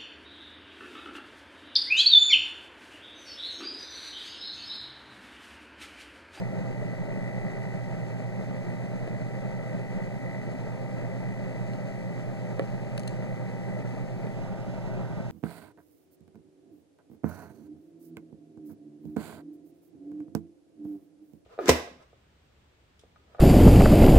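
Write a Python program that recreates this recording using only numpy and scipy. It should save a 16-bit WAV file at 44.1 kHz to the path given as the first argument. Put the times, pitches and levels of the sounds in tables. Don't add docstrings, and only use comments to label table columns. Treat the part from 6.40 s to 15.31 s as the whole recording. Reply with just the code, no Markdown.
import sys
import numpy as np
from scipy import signal
from scipy.fft import rfft, irfft
from scipy.io import wavfile

SR = 44100
rng = np.random.default_rng(int(sys.argv[2]) if len(sys.argv) > 2 else 0)


def dump(signal):
    limited = np.clip(np.atleast_2d(signal).T, -1, 1)
    pcm = np.round(limited * 32767).astype(np.int16)
    wavfile.write(sys.argv[1], SR, pcm)


N = 392931
TIME = np.arange(N) / SR
FREQ = np.maximum(np.fft.rfftfreq(N, 1 / SR), 1)
ROTOR_BARS, BLADES, MAINS_HUM_HZ = 26, 5, 120


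def undb(db):
    return 10 ** (np.asarray(db) / 20)


def over_time(table):
    s, *columns = np.transpose(table)
    return [np.interp(TIME, s, column) for column in columns]


def over_freq(table):
    hz, *columns = np.transpose(table)
    return [np.interp(np.log(FREQ), np.log(hz), column) for column in columns]


def walk(rate):
    place = TIME * rate
    knots = rng.standard_normal(1024)
    k = place.astype(int) % 1023
    glide = np.sin(np.pi / 2 * (place % 1)) ** 2
    return 1.169 * (knots[k] + np.diff(knots)[k] * glide)


def ring(modes, t, tilt_db=0, free=1):
    hz, db, t60 = np.transpose(modes)[:, :, None]
    gain = undb(db + tilt_db * np.log2(hz / np.median(hz)))
    decay = np.exp(-np.log(1000) * t / (t60 * free))
    return np.sum(gain * np.sin(2 * np.pi * hz * t) * decay, axis=0)


def add(track, s, sound):
    start = int(s * SR)
    track[start:start + len(sound)] += sound[:N - start]


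def ports(spectrum, pan_db=0, diffuse=False):
    # f/Hz, phase by which left leads/rad, left minus right/dB, coherence/0-1
    microphones = [(30, 3.5, -2, 1), (130, 2, -5, 0.96), (230, 2, 1.7, 0.96), (352, 1.55, 0.5, 0.87),
                   (690, 0.9, 6.5, 0.96), (724, 0.8, 2, 0.74), (1180, -0.5, 3.5, 0.92), (1430, -0.45, 1, 1),
                   (1975, 1.7846, 1, 0.81), (2702, 3, -0.5, 0.99), (2833, 3.5, 0.5, 1), (3140, 4, 1.5, 0.6),
                   (3420, 5, 0, 0.5), (3980, 6, 1, 0.88), (4690, 7.5, 1, 0.78), (7920, 14.5, 2.5, 0.7),
                   (11300, 23, -1.5, 0), (15200, 37, -1.5, 0.3)]
    phase, balance_db, coherence = over_freq(microphones)
    sides = np.array([[1], [-1]])
    gain = undb(sides * (balance_db + pan_db) / 2)
    gain = gain / np.sqrt(np.mean(gain ** 2, axis=0))
    if diffuse:
        scatter = np.exp(2j * np.pi * rng.random((2, len(FREQ))))
        spectrum = spectrum * (np.sqrt(coherence) + np.sqrt(1 - coherence) * scatter)
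    return irfft(spectrum * gain * np.exp(.5j * sides * phase), N)


SWING_S, SWING_TAKES_S = 7.95, 0.06


def swung():
    return np.clip((TIME - SWING_S) / SWING_TAKES_S + .5, 0, 1)


def fan_turns():
    # t/s, f/Hz
    whine = [(0.0, 792.0), (0.1, 793.6), (0.79, 786.7), (1.02, 790.8), (2.13, 791.2), (2.26, 795.1),
             (2.41, 787.5), (2.66, 794.0), (2.9, 790.0), (3.13, 793.0), (3.33, 786.6), (3.67, 793.2),
             (3.9, 785.5), (4.24, 790.9), (6.06, 789.5), (6.4, 795.1), (6.7, 784.8), (7.25, 792.1),
             (7.59, 784.8), (8.12, 790.9), (8.41, 788.4), (8.69, 793.7), (8.91, 793.4)]
    whine_hz, = over_time(whine)
    fan_hz = (whine_hz - MAINS_HUM_HZ) / ROTOR_BARS
    return np.cumsum(fan_hz) / SR


def airflow(flutter_db=1.45, throb=0.058, throb_twice=0.079, hiss_hz=2500):
    # f/Hz, level/dB per Hz
    grille = [(12, -57), (28, -60), (60, -77.5), (85, -74), (105, -69.5), (140, -61), (300, -71),
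              (700, -74.5), (1050, -86.5), (2000, -85.5), (3100, -99), (4500, -97.5), (9000, -104.5),
              (10500, -109.1), (15000, -115.3)]
    # f/Hz, width at half the lift in dB/Hz, lift/dB
    housing = [(182.2, 45.6, 10), (257.4, 37, 5), (390, 148, 4), (527, 23.5, 6), (613, 128, 8),
               (917, 105, 6.5), (1213, 60, 6), (1327, 39, 6), (1540, 57, 2.5), (1906, 120, 3),
               (2205, 55, -8), (2390, 53, -3), (2543, 850, 6), (4070, 370, 1), (6360, 190, 2),
               (7850, 420, 0.5)]
    # t/s, body/dB, hiss/dB
    position = [(0, 1, 1), (.7, 0.5, -1), (1.2, -0.3, 0.5), (1.7, -0.06, 0.5), (4, 0, -0.6), (6, -0.6, 0.5),
                (7.8, 0.5, -1.1), (8.15, 2, -3), (8.4, 0.6, -1.5), (8.55, 4.5, -4.5), (8.72, 0.4, -5),
                (8.91, 1.5, -1.5)]
    # f/Hz, left/dB, right/dB, added lead of the left/rad
    swing = [(120, 3, -2, 0.029), (252, -4.5, -1, -0.02), (370, 2, 0, 0.24), (490, -6, -4.5, -0.026),
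             (620, -1.5, 1, -0.83), (970, 2, 3, -0.57), (1400, -2.5, 3.5, 0.87), (1500, 4, 6.5, 0.69),
             (1650, -11, 2.5, 0.83), (2020, -6, 2.5, 0.97), (2700, -1, -1, 0.88), (3440, 2.5, 3, 0.042),
             (4300, -1.5, -0.5, 0.76), (5300, 1.5, 1.5, -0.071), (8500, -2, 0, 0.081),
             (12000, -1.5, -.5, 0)]

    level_db, = over_freq(grille)
    for hz, width, lift_db in housing:
        level_db = level_db + lift_db * .5 ** ((2 * (FREQ - hz) / width) ** 2)

    eddies = rng.standard_normal(N) * np.sqrt(SR / 2)
    angle = 2 * np.pi * fan_turns()
    fan_throb = 1 + throb * np.cos(angle) + throb_twice * np.cos(2 * angle)
    body_db, hiss_db = over_time(position)
    treble = FREQ ** 2 / (FREQ ** 2 + hiss_hz ** 2)
    body = rfft(eddies * fan_throb * undb(body_db + flutter_db * walk(55))) * (1 - treble)
    hiss = rfft(eddies * undb(hiss_db + 1.23 * walk(25))) * treble
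    rush = ports((body + hiss) * undb(level_db), diffuse=True)

    left_db, right_db, lead = over_freq(swing)
    shift = np.exp(.5j * np.array([lead, -lead]))
    turned = irfft(rfft(rush) * undb([left_db, right_db]) * shift, N)
    return rush * (1 - swung()) + turned * swung()


def tone(turns, db):
    return np.sqrt(2) * undb(db) * np.sin(2 * np.pi * (turns + rng.random()))


def hum(swing_db=-1.5):
    # cycles per fan turn, cycles per mains hum cycle, level/dB, wobble/dB
    fan_tones = [(0, 1, -39, 1.07), (2.5, -0.5, -70, 0), (BLADES, 0, -42.5, 1.8), (3, 1, -46.5, 2.5),
                 (4, 1, -55, 0.5), (3 * BLADES, 0, -58.5, 2.5), (ROTOR_BARS, -1, -58.5, 2.5),
                 (ROTOR_BARS, 0, -60.5, 3), (ROTOR_BARS, 1, -52.5, 0.92), (ROTOR_BARS, 2, -66.5, 2.3)]
    # f/Hz, level/dB, wobble/dB, pitch wander/Hz
    drones = [(526, -55.5, 3, 4.43), (589.7, -55, 2, 2.19), (831, -72, 0, 1.95), (870, -64.5, 2, 2.49),
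              (890, -66, 2, 2.56), (1308, -72.5, 4, 6)]
    out, fan = np.zeros(N), fan_turns()
    for per_turn, per_hum, db, wobble_db in fan_tones:
        turns = round(per_turn) * fan + round(per_hum) * MAINS_HUM_HZ * TIME
        out += tone(turns, db + wobble_db * walk(7))
    for hz, db, wobble_db, wander_hz in drones:
        turns = np.cumsum(hz + wander_hz * walk(6)) / SR
        out += tone(turns, db + wobble_db * walk(7))
    return ports(rfft(out * undb(swing_db * swung())))


def buzz_level():
    # t/s, level/dB
    held = [(0.0, -56), (0.46, -55), (1.1, -52.5), (1.87, -60.5), (2.25, -58), (4.03, -53.5), (4.18, -58.5),
            (5.76, -57), (5.87, -62), (7.46, -57.5), (7.77, -66), (7.9, -59.5)]
    sway_db, sway_per_s = 0.7, 5.9
    away_db, retreat_db_per_s = -5, -6.5
    held_db, = over_time(held)
    fall_db = away_db * swung() + retreat_db_per_s * np.maximum(TIME - SWING_S, 0)
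    return held_db + sway_db * walk(sway_per_s) + fall_db


def compressor(scatter_db=1.1, jitter_s=.000007, trim_db=5.5, valve_db=-64, valve_s=0.0023):
    # t/s, speed/Hz
    shaft = [(0, 58.26), (2, 58.3), (5, 58.4), (8.91, 58.41)]
    # f/Hz, width of each of two passes/Hz, relative level/dB
    shell_modes = [(1834, 98, -7.5), (1988, 96, 4), (2300, 73, -8.5), (8130, 270, -26)]

    shaft_hz, = over_time(shaft)
    turns = np.cumsum(shaft_hz) / SR
    strokes = np.interp(np.arange(1, int(turns[-1])), turns, TIME)
    chance = rng.standard_normal((len(strokes), 2))
    place = np.clip((strokes + jitter_s * chance[:, 0]) * SR, 0, N - 2)
    size = undb(scatter_db * chance[:, 1])
    taps, first = np.zeros(N), place.astype(int)
    taps[first] += size * (1 - place % 1)
    taps[first + 1] += size * (place % 1)

    shell = 0
    for k, (hz, width, db) in enumerate(shell_modes):
        resonance = 1 / (1 + 1j * hz / width * (FREQ / hz - hz / FREQ))
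        shell = shell + (-1) ** k * undb(db) * resonance ** 2
    buzz = irfft(rfft(taps) * shell, N)
    buzz = buzz / np.std(buzz) * undb(buzz_level() + trim_db)

    since_tap = (turns % 1) / shaft_hz
    spit = rng.standard_normal(N) * np.exp(-since_tap / valve_s)
    spit_band = signal.butter(1, [2000, 7000], "band", fs=SR, output="sos")
    spit = signal.sosfilt(spit_band, spit)
    return ports(rfft(buzz + undb(valve_db) * spit))


def clicks(crack_s=0.0006, tail_db=-26, tail_s=0.048, low_hz=1900, high_hz=9800, pan_db=3.5):
    # t/s, level/dB, brightness/dB per octave, crack before the
    # click's level/dB, share of the free ring time/0-1, ratio that raises pitch and speeds the decay
    click_list = [(2.6745, -53, 2, 4, .6, 1), (5.2754, -53, -3, 0, .7, 1.04), (5.335, -47.5, -8, 0, 0.7, 1),
                  (6.1944, -42, 0, 6, .4, 1.1), (6.5777, -34, 4, -3, .55, 1.1),
                  (6.5784, -36.5, -6.5, 4, 0.55, 0.93), (6.5803, -39, -9, 5, 0.36, 1.03),
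                  (6.5957, -36, 6, 2, .7, 1.03), (6.603, -45, 5, 5, .5, 1.06),
                  (6.634, -43, -3, -12, 0.9, 1.06), (6.6767, -31.5, 3, 2, .9, 1),
                  (6.6789, -34, 1, -4, 1, 1), (6.6935, -47, -1, -10, 1, 1.02),
                  (7.869, -51, -4, 4, .5, 0.89)]
    # f/Hz, relative level/dB, t60/s
    steel = [(1950, -7, 0.013), (2820, -5, 0.017), (3680, -13, .01), (4200, -5, 0.027), (4900, -12, 0.012),
             (6250, -13, 0.032), (6900, -32, 0.011), (8260, -8.5, 0.02), (8860, -15, 0.013),
             (10300, -21, .012), (13400, -26, .012)]
    out, t = np.zeros(N), TIME[:SR // 8]
    band = signal.butter(5, [low_hz, high_hz], "band", fs=SR, output="sos")
    for s, db, bright_db, crack_db, free, pitch in click_list:
        grit = signal.sosfilt(band, rng.standard_normal(len(t)))
        crack = undb(crack_db) * np.exp(-t / crack_s)
        tail = undb(tail_db) * np.exp(-t / tail_s)
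        steel_ring = ring(steel, t * pitch, bright_db, free)
        add(out, s, undb(db) * (steel_ring + grit * (crack + tail)))
    return ports(rfft(out), pan_db)


def knocks(boom_db=-17.0206, boom_s=0.013, cabinet_low_hz=295):
    # t/s, level/dB, contact (pi times the push's decay time)/s,
    # left minus right before the microphones' own balance/dB
    knock_list = [(2.676, -22, 0.00082, -2), (6.1953, -11, 0.00087, -4), (6.2102, -27, 0.0009, -7),
                  (6.2205, -25, .0009, -6), (7.87, -32, 0.0009, -18)]
    # f/Hz, relative level/dB, t60/s
    cabinet = [(329, -18, 0.1), (438, -17.5, 0.094), (520, -2.5, 0.02), (544, -13, 0.1), (610, -20, 0.06),
               (695, -29, .05), (1130, -22, 0.058), (1330, -10, 0.015), (1770, -14, 0.037),
               (1945, -11, 0.038), (2300, -9, 0.013), (2920, -14, 0.013), (4600, -21, .006),
               (8040, -20, .005)]
    out, t = np.zeros((2, N)), TIME[:SR // 4]
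    hollow = signal.butter(4, [320, 720], "band", fs=SR, output="sos")
    panel = signal.butter(3, cabinet_low_hz, "high", fs=SR, output="sos")
    for s, db, contact, pan_db in knock_list:
        push = np.exp(-np.pi * t / contact)
        boom = signal.sosfilt(hollow, rng.standard_normal(len(t)))
        boom *= undb(boom_db) / np.std(boom) * np.exp(-t / boom_s)
        blow = signal.fftconvolve(ring(cabinet, t) + boom, push / push.sum())[:len(t)]
        blow = signal.sosfilt(panel, blow)
        add(out[0], s, undb(db + pan_db / 2) * blow)
        add(out[1], s, undb(db - pan_db / 2) * blow)
    return ports(rfft(out))


def scene():
    return airflow() + hum() + compressor() + clicks() + knocks()


def record(dry):
    top_hz = 15450
    low_pass = signal.ellip(10, .1, 80, top_hz, fs=SR, output="sos")
    return signal.sosfilt(low_pass, dry)


dry = scene()
out = record(dry)
dump(out)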